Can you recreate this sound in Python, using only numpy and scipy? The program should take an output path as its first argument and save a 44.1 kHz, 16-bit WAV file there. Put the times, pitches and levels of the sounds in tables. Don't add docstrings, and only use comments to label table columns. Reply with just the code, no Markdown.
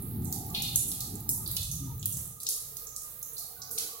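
import sys
import numpy as np
from scipy import signal
from scipy.fft import rfft, irfft
from scipy.io import wavfile
from scipy.ndimage import uniform_filter1d

SR = 44100
rng = np.random.default_rng(int(sys.argv[2]) if len(sys.argv) > 2 else 0)


def dump(signal):
    limited = np.clip(np.atleast_2d(signal).T, -1, 1)
    pcm = np.round(limited * 32767).astype(np.int16)
    wavfile.write(sys.argv[1], SR, pcm)


N = 176400
TOP_HZ = 16000
ROOM_PAN_DB = -6.5


def undb(db):
    return 10 ** (np.asarray(db) / 20)


def unit(x):
    return x / np.sqrt(np.mean(x ** 2))


def sides(pan_db):
    return unit(undb(np.array([[pan_db], [-pan_db]]) / 2))


def freqs(size=N):
    return np.arange(size // 2 + 1) * SR / size


def eq(points):
    hz, db = np.array(points, float).T
    return undb(np.interp(np.log(freqs() + 1), np.log(hz), db))


def fader(rows):
    times, db = np.array(rows).T[:2]
    return undb(np.interp(np.arange(N) / SR, times, db))


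def bell(hz, octaves, size=N):
    return np.exp(-(np.log2((freqs(size) + 1) / hz) / octaves) ** 2 / 4)


def drift(per_s):
    hold = int(SR / per_s)
    steps = np.repeat(rng.standard_normal(N // hold + 1), hold)
    return unit(uniform_filter1d(steps, hold)[:N])


def ripple(f, step_hz, depth_db):
    places = np.cumsum(rng.uniform(.4, 1.6, 1024)) * step_hz
    heights = (-1.) ** np.arange(1024) * rng.uniform(.3, 1.7, 1024)
    gain = undb(depth_db * np.interp(f, places, heights))
    return gain / np.sqrt(uniform_filter1d(gain ** 2, int(4 * step_hz / f[1])))


def diffuse(gain, spacing_m=0.16):
    alike = .98 * np.sinc(2 * freqs() * spacing_m / 343)
    mid, side = (irfft(rfft(rng.standard_normal(N)) * gain * np.sqrt(1 + sign * alike), N)
                 for sign in (1, -1))
    return unit(np.array([mid + side, mid - side]))


def add(out, x, at):
    i = max(int(at * SR), 0)
    out[:, i:i + x.shape[1]] += x[:, :max(out.shape[1] - i, 0)]


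# frequency in Hz, relative level in dB before roll-off.
DEEP_EQ = [(12, -36), (25, 1), (36, -16), (48, 6), (62, 4), (90, -30)]
BODY_EQ = [(45, -18), (75, 2), (125, 7.5), (180, 1), (260, -35)]
UPPER_EQ = [(130, -17), (200, 1.5), (310, -5), (430, -12.5), (600, -46), (1500, -34.5)]
# time in seconds, gain in dB.
DEEP_RIDE = [(0.0, -52.5), (0.49, -62), (0.53, -48), (1.3, -57.5), (1.63, -44.5), (1.73, -47.5),
             (2.07, -54), (2.52, -70), (2.64, -62.5), (3.63, -73), (4.0, -89)]
BODY_RIDE = [(0.0, -41), (0.23, -36), (0.41, -43.5), (0.79, -41), (0.96, -46), (1.88, -37.5), (2.28, -46.5),
             (2.54, -69.5), (2.66, -58), (3.55, -67), (3.59, -54), (3.93, -70.5), (4.0, -85)]
UPPER_RIDE = [(0.0, -39), (0.89, -46), (1.02, -57.5), (1.15, -39), (1.24, -51), (1.32, -39.5), (1.38, -52),
              (1.47, -51.5), (1.65, -62.5), (1.84, -56), (2.1, -53.5), (2.49, -73.5), (3.56, -75.5),
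              (3.72, -60.5), (4.0, -84)]

def rumble():
    def register(colour, ride):
        roll_off = 1 + (freqs() / colour[-1][0]) ** 2
        return diffuse(eq(colour) / roll_off) * fader(ride)

    low = register(DEEP_EQ, DEEP_RIDE) + register(BODY_EQ, BODY_RIDE)
    return low + register(UPPER_EQ, UPPER_RIDE) * undb(-1.5 + 2 * drift(13))


# time in seconds, level in dB, centre in Hz.
SOUGH_PATH = [(0.0, -64.5, 787), (.23, -58.5, 812), (.44, -49.5, 770.5), (.64, -55, 811.3),
              (.98, -64.5, 785), (1.2, -56, 796.6), (1.36, -59, 885.6), (1.6, -70.5, 781.5),
              (4.0, -85, 788)]

def sough(width_hz=55):
    times, _, centres = np.array(SOUGH_PATH).T
    hz = np.interp(np.arange(N) / SR, times, centres)
    band = diffuse(np.exp(-((freqs() - hz.mean()) / width_hz / 2) ** 2))
    glide = np.exp(2j * np.pi * np.cumsum(hz - hz.mean()) / SR)
    return np.real(signal.hilbert(band) * glide) * fader(SOUGH_PATH) * undb(2 * drift(14))


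# start in seconds, seconds until the fade, centre in Hz, width in octaves, level in dB.
DULL_BUMPS = [(.2, 0.085, 198, 0.22, -41), (1.45, 0.048, 323, .12, -50), (1.8, 0.085, 264, 0.18, -47)]
FAR_TONES = [(.485, 0.023, 1155, 0.038, -52), (1.865, 0.054, 912, 0.052, -55.5),
             (3.38, 0.6, 743, 0.077, -63), (3.555, .33, 1488, .018, -63), (3.58, 0.16, 1130, .04, -61.5),
             (3.7, .3, 454, 0.068, -58), (3.81, 0.07, 307, .04, -63.5), (3.88, 0.19, 1135, 0.045, -57)]

def swells(rows, rise_s=0.015, fade_s=0.033):
    t = np.arange(N) / SR
    out = np.zeros((2, N))
    for at, length, hz, octaves, db in rows:
        rise = np.clip((t - at) / rise_s, 0, 1)
        fade = np.exp(-np.maximum(t - at - length, 0) / fade_s)
        out += diffuse(bell(hz, octaves)) * rise * fade * undb(db)
    return out


# frequency in Hz, relative level in dB.
RAIN_EQ = [(100, 0), (300, -9), (460, -3.5), (620, -4.5), (760, -8.5), (1000, -7.5), (1500, -9.5),
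           (2200, -12), (4000, -10.5), (7000, -23), (11000, 4), (15500, 6.5)]
# time in seconds, gain in dB.
RAIN_RIDE = [(1.7, 2.5), (1.96, -0.5), (2.2, 5), (2.39, -2.5), (2.45, 1.5)]

def rain(hiss_db=-50.5, treble_pan_db=-7, flicker_db=2):
    f = freqs()
    hiss = diffuse(eq(RAIN_EQ) * (f < TOP_HZ))
    lean_db = treble_pan_db * np.clip(f / 6000, 0, 1) * np.array([[1], [-1]]) / 2
    hiss = irfft(rfft(hiss) * undb(lean_db), N)
    hiss *= undb(hiss_db + flicker_db * drift(7.95)) * fader(RAIN_RIDE)
    low_note = undb(-73 + 5.7 * drift(13)) * diffuse(bell(hz=452, octaves=.06))
    high_note = undb(-66.5 + 3.24 * drift(11)) * diffuse(bell(hz=1223, octaves=.039))
    return hiss + low_note + high_note


SPRAY_DECAY_S = 0.00055

def crackle(per_s=160, level_db=-68, spread_db=24):
    hits = rng.random(N) < per_s / SR
    ticks = hits * undb(-spread_db * np.clip(rng.standard_normal(N), -2, 2))
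    decay = np.exp(-np.arange(256) / SR / SPRAY_DECAY_S)
    bursts = signal.oaconvolve(ticks, decay)[:N] * rng.standard_normal((2, N))
    bright = irfft(rfft(bursts) * bell(hz=13000, octaves=1), N)
    return undb(level_db) * sides(ROOM_PAN_DB) * unit(bright)


# frequency in Hz, seconds to fall by 60 dB.
ROOM_DECAY = [(2000, 0.87), (4000, 0.73), (8000, 0.69), (12000, 0.66), (16000, 0.33)]

def room_tail(build_s=0.0039, size=49152):
    t = np.arange(size) / SR
    noise = rfft(rng.standard_normal((2, size)))
    centres = [hz for hz, _ in ROOM_DECAY]
    tail = np.zeros((2, size))
    for share, (_, t60) in zip(np.eye(len(centres)), ROOM_DECAY):
        band = irfft(noise * np.interp(freqs(size), centres, share))
        tail += band * undb(-60 * t / t60)
    return tail * (1 - np.exp(-t / build_s))


# frequency in Hz, gain in dB.
ROOM_EQ = [(2000, 2), (3000, -2.5), (3950, 5.5), (5200, 2), (6200, 2.5), (8500, -1.5), (10800, 2),
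           (15000, -0.5)]

def room_colour(x):
    f = freqs()
    depth_db = 2.5 * np.clip(f / 1530 - .5, 0, 1) * np.clip(7000 / (f + 1), .5, 1.5)
    return irfft(rfft(x) * ripple(f, step_hz=125.97, depth_db=depth_db) * eq(ROOM_EQ), N)


def impact(hz, octaves, steepness=2.08, skirt_db=-45, low_cut_hz=2270, size=2048):
    f = freqs(size)
    hump = np.exp(-np.abs(np.log2((f + 1) / hz) / octaves / 2) ** steepness * np.sqrt(2))
    ring = ripple(f, step_hz=189.7, depth_db=4 * np.clip(6000 / (f + 1), .4, 1.5))
    gain = ring * (hump + undb(skirt_db)) / np.sqrt(1 + (low_cut_hz / (f + 200)) ** 8)
    cepstrum = irfft(np.log(gain))
    cepstrum[1:size // 2] *= 2
    cepstrum[size // 2 + 1:] = 0
    return irfft(np.exp(rfft(cepstrum))) / np.sqrt(np.mean(gain ** 2 * (f < TOP_HZ)))


def early_paths(t, floor_s=0.0037, floor_db=-5.5, furniture_db=-4.5, echoes_per_s=660, decay_s=0.18):
    paths = rng.standard_normal((2, t.size)) * (rng.random((2, t.size)) < echoes_per_s / SR)
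    paths *= np.exp(-t / decay_s) * (t > .002)
    paths *= undb(furniture_db) / np.sqrt(np.sum(paths ** 2, axis=1, keepdims=True) + 1e-9)
    lag = rng.integers(-8, 9)
    bounce = int(floor_s * rng.uniform(.7, 1.3) * SR)
    for channel, arrival in enumerate((36 + lag, 36 - lag)):
        paths[channel, arrival] += 1
        paths[channel, arrival + bounce] += undb(floor_db)
    return paths


def drop(tail, db, hz, octaves, direct_db, pan_db, size=4096):
    t = np.arange(size) / SR
    splash = 0.24 * rng.standard_normal((2, size)) * np.exp(-t / SPRAY_DECAY_S)
    splash[:, 0] += 1
    splash /= np.sqrt(np.sum(splash ** 2, axis=1, keepdims=True))
    near = signal.fftconvolve(splash, early_paths(t), axes=1)[:, :size] * np.sqrt(.002 * SR)
    heard = tail * sides((ROOM_PAN_DB + pan_db) / 2)
    heard[:, :size] += near * undb(direct_db) * sides(pan_db)
    return undb(db) * signal.oaconvolve(heard, impact(hz, octaves)[None], axes=1)


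def spatter(tails, per_s=24):
    out = np.zeros((2, N + SR))
    scatter = rng.uniform(-1.2, 1, (int(per_s * (N / SR + 1)), 4))
    for k, (timing, weight, pitch, place) in enumerate(scatter):
        small = drop(tails[k % len(tails)], db=-59 + 10.5 * weight, hz=13200 * 2 ** (0.62 * pitch),
                     octaves=0.24, direct_db=10.5, pan_db=ROOM_PAN_DB + 4 * place)
        add(out, small, (k + 2 * timing) / per_s)
    return out[:, SR:]


def snap():
    gain = bell(hz=2200, octaves=1, size=128)
    return np.roll(irfft(gain), 36) / np.sqrt(np.mean(gain ** 2))


# start in seconds, tail level in dB, centre in Hz,
# width in octaves, direct sound over the tail in dB, pan in dB.
CEILING_DRIPS = [ (.2463, -47, 11100, 0.35, 13.5, -14), (.3257, -36, 12100, 0.81, 11.5, -7),
                 (.5013, -59.5, 7050, 0.4, 16.5, -18), (.5475, -34, 3355, 0.31, 8.5, 5),
                 (.549, -43, 8950, 1, 9, -17), (.621, -36, 9800, 0.53, 10, -6),
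                 (.627, -38, 3530, 0.28, -2, 9), (.7582, -26, 9380, 0.34, 12.5, -4),
                 (.8809, -34, 10600, 0.38, 3, 1), (.9163, -48, 11400, 0.92, 18, -8),
                 (.9168, -51, 4200, 0.47, 8.5, 7), (1.0056, -37, 9900, 0.66, 9, -3),
                 (1.0096, -52.5, 4260, 0.17, 11, 4), (1.1543, -59, 9400, 0.27, 28, -16),
                 (1.2042, -53.5, 12700, 0.26, 19.5, -10), (1.291, -28, 11600, 0.49, 10.5, 0),
                 (1.4611, -46.5, 4270, 0.25, 9, 2.5), (1.476, -45, 11800, 0.35, 15, -7),
                 (1.513, -38, 12900, 0.47, 11, -3), (1.5665, -38, 10800, 0.93, 14, -4.5),
                 (1.5678, -41.5, 3650, 0.28, 8.5, 5), (1.6302, -38.5, 8600, 0.44, 6, -1),
                 (1.713, -43, 6370, 0.11, 8, -2), (1.714, -36.5, 11400, 0.56, 4, -5.5),
                 (1.995, -51, 7000, 0.12, 11, -17), (2.0273, -51.5, 3200, 0.18, 13, -5),
                 (2.028, -51.5, 8050, 0.56, 15, -4), (2.0567, -33.5, 12000, 0.45, 12.5, -2),
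                 (2.0572, -58.5, 4900, 0.22, 15, 5), (2.1236, -38, 8270, 0.27, 5.5, -1),
                 (2.17, -40.5, 9800, 0.44, 11, -1.5), (2.4019, -42.5, 10700, 0.74, 5.5, -2),
                 (2.4324, -54, 10000, 0.57, 21, -4), (2.4668, -38, 5670, 0.49, 11, 2.5),
                 (2.4887, -29.5, 9750, 0.45, 9.5, 0), (2.7686, -44, 12200, 0.83, 12, -5),
                 (2.8694, -45.5, 6800, 0.17, 4.5, -8), (2.9627, -41, 8560, 0.43, 12, -1.5),
                 (3.019, -46.5, 9300, 0.25, 9, -5), (3.227, -47, 6700, 0.14, 8, -3),
                 (3.2286, -45, 13500, 0.38, 15, -10), (3.289, -57, 13000, 0.27, 11, 12),
                 (3.3328, -44.5, 11900, 0.35, 8.5, -4), (3.3662, -51.5, 4440, 0.14, 7, -7),
                 (3.3807, -37.5, 11500, 0.65, 4.5, -5), (3.6187, -48, 5770, 0.29, 10.5, -8),
                 (3.7115, -36, 12900, 0.61, 4.5, -6), (3.7788, -41.5, 4260, 0.59, 8, 2),
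                 (3.7838, -33.5, 9000, 0.57, 9.5, -2)]
# start in seconds, level in dB.
DRY_SNAPS = [(0.7585, -29), (1.291, -27.5)]

def dripping(tails):
    out = np.zeros((2, N))
    for k, (at, *voicing) in enumerate(CEILING_DRIPS):
        add(out, drop(tails[k % len(tails)], *voicing), at)
    for at, db in DRY_SNAPS:
        add(out, snap() * sides(ROOM_PAN_DB / 2) * undb(db), at)
    return out


def scene():
    tails = [room_tail() for _ in range(3)]
    patter = (spatter(tails) + crackle()) * fader(RAIN_RIDE)
    water = room_colour(dripping(tails) + patter + rain())
    return water + rumble() + swells(DULL_BUMPS) + sough() + swells(FAR_TONES)


def record(dry):
    return signal.sosfilt(signal.ellip(10, .2, 70, TOP_HZ, fs=SR, output="sos"), dry)


dry = scene()
out = record(dry)
dump(out)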